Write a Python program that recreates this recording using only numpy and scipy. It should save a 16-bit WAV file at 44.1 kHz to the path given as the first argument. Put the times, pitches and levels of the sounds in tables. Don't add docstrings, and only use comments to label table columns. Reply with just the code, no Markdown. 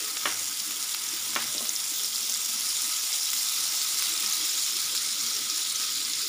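import sys
import numpy as np
from scipy import signal
from scipy.fft import rfft, irfft
from scipy.io import wavfile

SR = 44100
rng = np.random.default_rng(int(sys.argv[2]) if len(sys.argv) > 2 else 0)


def volts_from_db(level):
    exponent = np.asarray(level, float) / 20
    return 10 ** exponent


def inscribe(sig):
    pcm = np.round(np.clip(np.atleast_2d(sig).T, -1, 1) * 32767)
    wavfile.write(sys.argv[1], SR, pcm.astype(np.int16))


N = 277151

# (f/Hz, width/Hz, level/dB)
PAN_PEAKS = [(1276, 125, 9), (1804, 220, -4), (2100, 107, 3), (3430, 580, 2.5), (4390, 370, -3),
             (5660, 470, 2), (6117, 457, -9.5), (6100, 167, 8), (8106, 990, -6.5)]


def rms_one(x):
    return x / np.sqrt(np.mean(x ** 2) + 1e-20)


def in_time(rows):
    s, *columns = np.transpose(rows)
    return [np.interp(np.arange(N) / SR, s, column) for column in columns]


def drift(per_s):
    coarse_step = 20
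    r = np.exp(-2 * np.pi * per_s * coarse_step / SR)
    noise = rng.standard_normal(N // coarse_step + 3002)
    slow = signal.lfilter([1], [1, -2 * r, r * r], noise)[3000:]
    return np.interp(np.arange(N) / coarse_step, np.arange(len(slow)), rms_one(slow - slow.mean()))


def resonate(x, hz, width_hz):
    r = np.exp(-np.pi * width_hz / SR)
    poles = [1, -2 * r * np.cos(2 * np.pi * hz / SR), r * r]
    return signal.lfilter([(1 - r * r) / 2, 0, (r * r - 1) / 2], poles, x)


def colour(x, spectrum, peaks=()):
    hz = np.maximum(np.fft.rfftfreq(4096, 1 / SR), 1)
    points_hz, points_db = np.transpose(spectrum)
    level_db = np.interp(np.log(hz), np.log(points_hz), points_db)
    for centre_hz, width_hz, db in peaks:
        level_db = level_db + db / (1 + (2 * (hz - centre_hz) / width_hz) ** 2)
    cepstrum = irfft(np.log(volts_from_db(level_db)))
    cepstrum[1:2048] *= 2
    cepstrum[2049:] = 0
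    response = irfft(np.exp(rfft(cepstrum)))
    return signal.fftconvolve(x, response)[:N]


def bursts(per_s, spread_db):
    sizes = volts_from_db(spread_db * np.minimum(rng.exponential(1, N), 4.2))
    signs = rng.choice([-1, 1], N)
    happens = rng.random(N) < per_s / SR
    return sizes * signs * happens + 1e-18


def packets(rows, second_db):
    out = np.zeros(N)
    for (s, hz, db, length), (ratio, turn) in zip(rows, rng.random((len(rows), 2))):
        first = max(round((s - 2 * length) * SR), 0)
        at = np.arange(first, min(round((s + 2 * length) * SR), N))
        age = at / SR - s
        phase = 2 * np.pi * hz * age
        companion = volts_from_db(second_db) * np.sin(phase * (0.598 + 0.914 * ratio))
        wave = np.sin(phase + 2 * np.pi * turn) + companion
        bell = np.exp(-np.log(16) * (age / length) ** 2)
        out[at] += volts_from_db(db) * bell * wave
    return out


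def rumble():
    # (t/s, level/dB)
    modes_level = [(0.0, -55), (1.0, -56.5), (1.5, -55), (2.0, -58.5), (2.76, -57.5), (3.6, -60.5),
                   (4.39, -54), (4.65, -58), (5.0, -54.5), (6.28, -56)]
    # (f/Hz, width/Hz before widening, level/dB before wavering)
    room_modes = [(101.6, 15, -9.5), (130, 49, -12.5), (224.5, 31, -3.5), (308.6, 43, -1), (428, 62, -6),
                  (507, 57, -10), (603, 6.8, -7)]
    # (f/Hz, level/dB per Hz)
    bed_spectrum = [(25, -46), (60, -2.5), (120, 3.5), (250, 4), (500, -27), (1000, 6.5), (2000, -37)]
    # (t/s at the
    # peak, f/Hz, level/dB, length/s)
    low_tones = [(0.37, 109.3, -57.5, 0.23), (0.63, 231, -58, 0.1), (0.69, 311, -48.5, 0.057),
                 (1.4, 230, -48.5, 0.16), (1.47, 136, -58.5, 0.32), (1.57, 460, -49, 0.034),
                 (1.59, 600, -53, 0.14), (1.63, 228, -46, 0.036), (1.63, 618, -48, 0.044),
                 (4.26, 205, -53.5, 0.069), (5.02, 222, -53, 0.04), (5.23, 240, -52, 0.065),
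                 (5.39, 412, -52, 0.048), (6.0, 274, -52.5, 0.064), (6.11, 289, -50, 0.04)]
    bed = rms_one(colour(rng.standard_normal(N), bed_spectrum))
    bed_db = -66.5 + 3.5 * drift(0.5)
    modes = 0
    for hz, width_hz, db in room_modes:
        noise = rng.standard_normal(N) * volts_from_db(db + 3.96 * drift(11.4))
        wide_hz = width_hz * 1.9
        modes = modes + resonate(resonate(noise, hz, wide_hz), hz, wide_hz)
    modes_db, = in_time(modes_level)
    return volts_from_db(modes_db) * rms_one(modes) + volts_from_db(bed_db) * bed + packets(low_tones, second_db=-6.5)


def knocks():
    # (t/s, level/dB, contact cut-off f/Hz; a soft contact is dull)
    blows = [(0.2559, -12, 4230), (1.3609, -13.5, 3600), (1.548, -21.5, 706), (1.607, -21.5, 830)]
    # (delay/s, level/dB)
    contacts = [(0, 0), (.0017, 0), (.0032, -3), (.0075, -11), (.012, -8), (.0185, -11)]
    # (f/Hz, level/dB, time to fall 60 dB/s)
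    object_modes = [(320, -23, 0.059), (409, -16.5, 0.034), (595, -29, 0.054), (1087, -18.5, 0.045),
                    (1240, -22, 0.029), (1420, -12.5, 0.024), (1780, -9.5, 0.014), (2340, -10.5, 0.016),
                    (2880, -14, 0.011), (3200, -11, 0.0093), (3400, -21, 0.011)]
    tail_db, tail_t60_s = -16.5, 0.4
    out, t = np.zeros(N), np.arange(N) / SR
    echoes = bursts(3200, spread_db=1.5)
    wash = rms_one(resonate(resonate(echoes, 670, 2800), 670, 2800))
    for s, db, cut_hz in blows:
        age = np.maximum(t - s, 0)
        onset = 1 - np.exp(-age / 0.0016)
        blow = wash * onset * volts_from_db(tail_db - 60 * age / tail_t60_s)
        for hz, mode_db, t60 in object_modes:
            clicks = np.full(N, 1e-18)
            for lag_s, contact_db in contacts:
                strength_db = contact_db + mode_db + rng.normal(0, 2)
                clicks[round((s + lag_s) * SR)] = -volts_from_db(strength_db)
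            r, w = volts_from_db(-60 / (t60 * SR)), 2 * np.pi * hz / SR
            blow += signal.lfilter([0, np.sin(w)], [1, -2 * r * np.cos(w), r * r], clicks)
        contact_filter = signal.butter(4, cut_hz, fs=SR, output="sos")
        out += volts_from_db(db) * signal.sosfilt(contact_filter, blow)
    bass_cut = signal.butter(4, 230, "high", fs=SR, output="sos")
    return signal.sosfilt(bass_cut, out)


def in_pan(x):
    out = x.copy()
    for lag_s, db in [(.0008, -14), (.0019, -35), (.0034, -8.5), (.0062, -38)]:
        lag = round(lag_s * SR)
        out[lag:] += volts_from_db(db) * x[:-lag]
    return out


def snaps():
    # (t/s, peak level/dB before the pan's echoes)
    loud_snaps = [(0.709, -9.5), (0.947, -6), (1.354, -9), (1.6544, -9.5), (1.6932, -19), (3.3331, -5),
                  (3.4688, -14), (4.024, -4), (4.245, -16), (4.3388, -16), (4.4071, -21), (4.8806, -15),
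                  (4.9504, -8), (5.0332, -15)]
    # (f/Hz, level/dB per Hz)
    snap_spectrum = [(60, -62), (400, -25), (1200, -4), (3000, 0), (6000, -5), (12000, -7), (14600, 5),
                     (16000, -3)]
    clicks = volts_from_db(-24) * bursts(3.0, spread_db=2.5)
    for s, db in loud_snaps:
        clicks[round(s * SR)] = volts_from_db(db)
    impulse = (np.arange(N) == 0).astype(float)
    shape = colour(impulse, snap_spectrum, PAN_PEAKS)[:2048]
    return signal.fftconvolve(clicks, shape / np.abs(shape).max())[:N]


def pops():
    # (t/s at the peak, level/dB, f/Hz, length/ms)
    loud_pops = [(0.1711, -12.5, 3300, 0.24), (0.344, -21, 5730, 0.76), (0.6, -14, 4800, 0.2),
                 (0.9428, -20, 4500, 0.91), (1.089, -18.5, 6030, 0.5), (1.354, -16, 5500, 0.4),
                 (1.5816, -13.5, 4700, 0.45), (1.6932, -10, 6500, 0.45), (1.7626, -14, 5420, 0.8),
                 (2.0461, -19, 5340, 1.4), (2.1592, -15.5, 5040, 0.82), (2.2969, -9, 6660, 0.45),
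                 (2.3236, -16.5, 5700, 0.8), (2.341, -17, 7450, 0.7), (2.348, -16, 5300, 0.8),
                 (2.4176, -18, 9200, 0.64), (2.9225, -17, 4780, 0.7), (2.9357, -17, 7360, 0.62),
                 (2.9651, -20, 7440, 0.52), (3.1294, -15, 5500, 0.54), (3.3034, -16, 6850, 0.67),
                 (3.3649, -16, 4880, 0.3), (4.1777, -12, 5040, 0.33), (4.2624, -16.5, 5510, 1.3),
                 (4.3126, -15.5, 6360, 0.5), (4.326, -15.5, 6500, 0.9), (4.547, -19, 3780, 0.66),
                 (4.9504, -14, 6540, 0.2), (4.9773, -15.5, 5100, 0.81), (5.367, -16, 5450, 0.4),
                 (5.5002, -17, 5560, 0.8), (6.135, -13, 5500, 0.4)]
    count = 70
    when_s = rng.random(count) * N / SR
    size, pitch, ring = rng.standard_normal((3, count))
    pitch_hz = 5800 * 2 ** (.27 * pitch)
    level_db = -23 + 2.0 * size
    length_s = 3.5 * 2 ** (.5 * ring) / pitch_hz
    small = np.transpose([when_s, pitch_hz, level_db, length_s])
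    loud = [(s, hz, db, ms / 1000) for s, db, hz, ms in loud_pops]
    return packets(loud + list(small), second_db=-9)


def sizzle():
    # (t/s, sizzle level/dB before a lift, coarseness as the pool spreads, large bubbles' level/dB re sizzle)
    foam_course = [(0, -32.5, 0.2, 5.5), (.6, -33, 0.01, 2.5), (1.4, -32.5, 0.17, 3.5),
                   (1.84, -31.5, 0.1, 0.5), (2.5, -30.5, 0.24, 1), (3.36, -29, 0.34, 0),
                   (3.9, -28.5, 0.64, 1.5), (4.28, -29, 0.73, 3), (4.67, -29.5, 0.75, 1.5),
                   (5.4, -30.5, 1.04, 3), (6.28, -30.5, 1.06, 2)]
    # (t/s, level/dB)
    gurgle_course = [(0, 2), (2.5, 5.5), (4.2, 2.3), (6.28, -3)]
    # (f/Hz, level/dB)
    sizzle_spectrum = [(300, -25), (700, -25.5), (1100, -17.5), (1900, -12), (2800, -9), (3700, -4.5),
                       (5300, 0), (7300, 0.5), (9300, -5.5), (11500, -13), (13900, -20.5)]
    # (f/Hz, level/dB)
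    port_spectrum = [(14250, -12.5), (14620, -8), (15000, -9), (15500, -9.5)]
    level_db, coarse, large_db = in_time(foam_course)
    gurgle_db, = in_time(gurgle_course)
    fine_db = 4.0 - 2.5 * coarse
    middling_db = -1 + 5.5 * coarse
    thickness = volts_from_db(2.0 * drift(25) + 2.0 * drift(150))
    clicks = bursts(8000 * thickness, spread_db=3.0)
    pitches = np.geomspace(600, 16000, num=36)
    dealt = rng.integers(0, len(pitches), N)
    rings = 0
    for k, hz in enumerate(pitches):
        large = np.clip(np.log2(3600 / hz), 0, 1)
        fine = np.clip(np.log2(hz / 7500) * 2, 0, 1)
        middling = np.exp(-(np.log2(hz / 4100) / .2) ** 2)
        gurgle = np.clip(np.log2(1150 / hz) * 4, 0, 1)
        size_db = large * large_db + fine * fine_db + middling * middling_db + gurgle * gurgle_db
        patchy_db = (0.8 + 0.67 * large) * drift(7.4) + 1.65 * drift(11.7)
        steam = volts_from_db(-17.5) * rng.standard_normal(N)
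        drive = volts_from_db(size_db + patchy_db) * (clicks * (dealt == k) + steam)
        short = resonate(resonate(drive, hz, 0.27 * hz), hz, 0.27 * hz)
        longer = resonate(short, hz, 0.03 * hz)
        rings = rings + short + volts_from_db(1.0) * longer
    cracks = bursts(500 * thickness, spread_db=3.5) * volts_from_db(fine_db)
    bright = signal.lfilter([1, -.6], [1], cracks)
    foam = rms_one(rings) + volts_from_db(-3.5) * rms_one(bright)
    coloured = colour(foam, sizzle_spectrum + port_spectrum, PAN_PEAKS)
    return volts_from_db(level_db + 2.0) * rms_one(coloured)


def scene():
    mono = rumble() + knocks() + in_pan(pops() + snaps()) + sizzle()
    return np.stack([mono, mono])


def roll_off(x):
    return signal.sosfilt(signal.butter(12, 16860, fs=SR, output="sos"), x)


def record(dry):
    top_cut = signal.ellip(12, .5, 75, 15450, fs=SR, output="sos")
    mix = signal.sosfilt(top_cut, dry)
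    return roll_off(mix)


dry = scene()
out = record(dry)
inscribe(out)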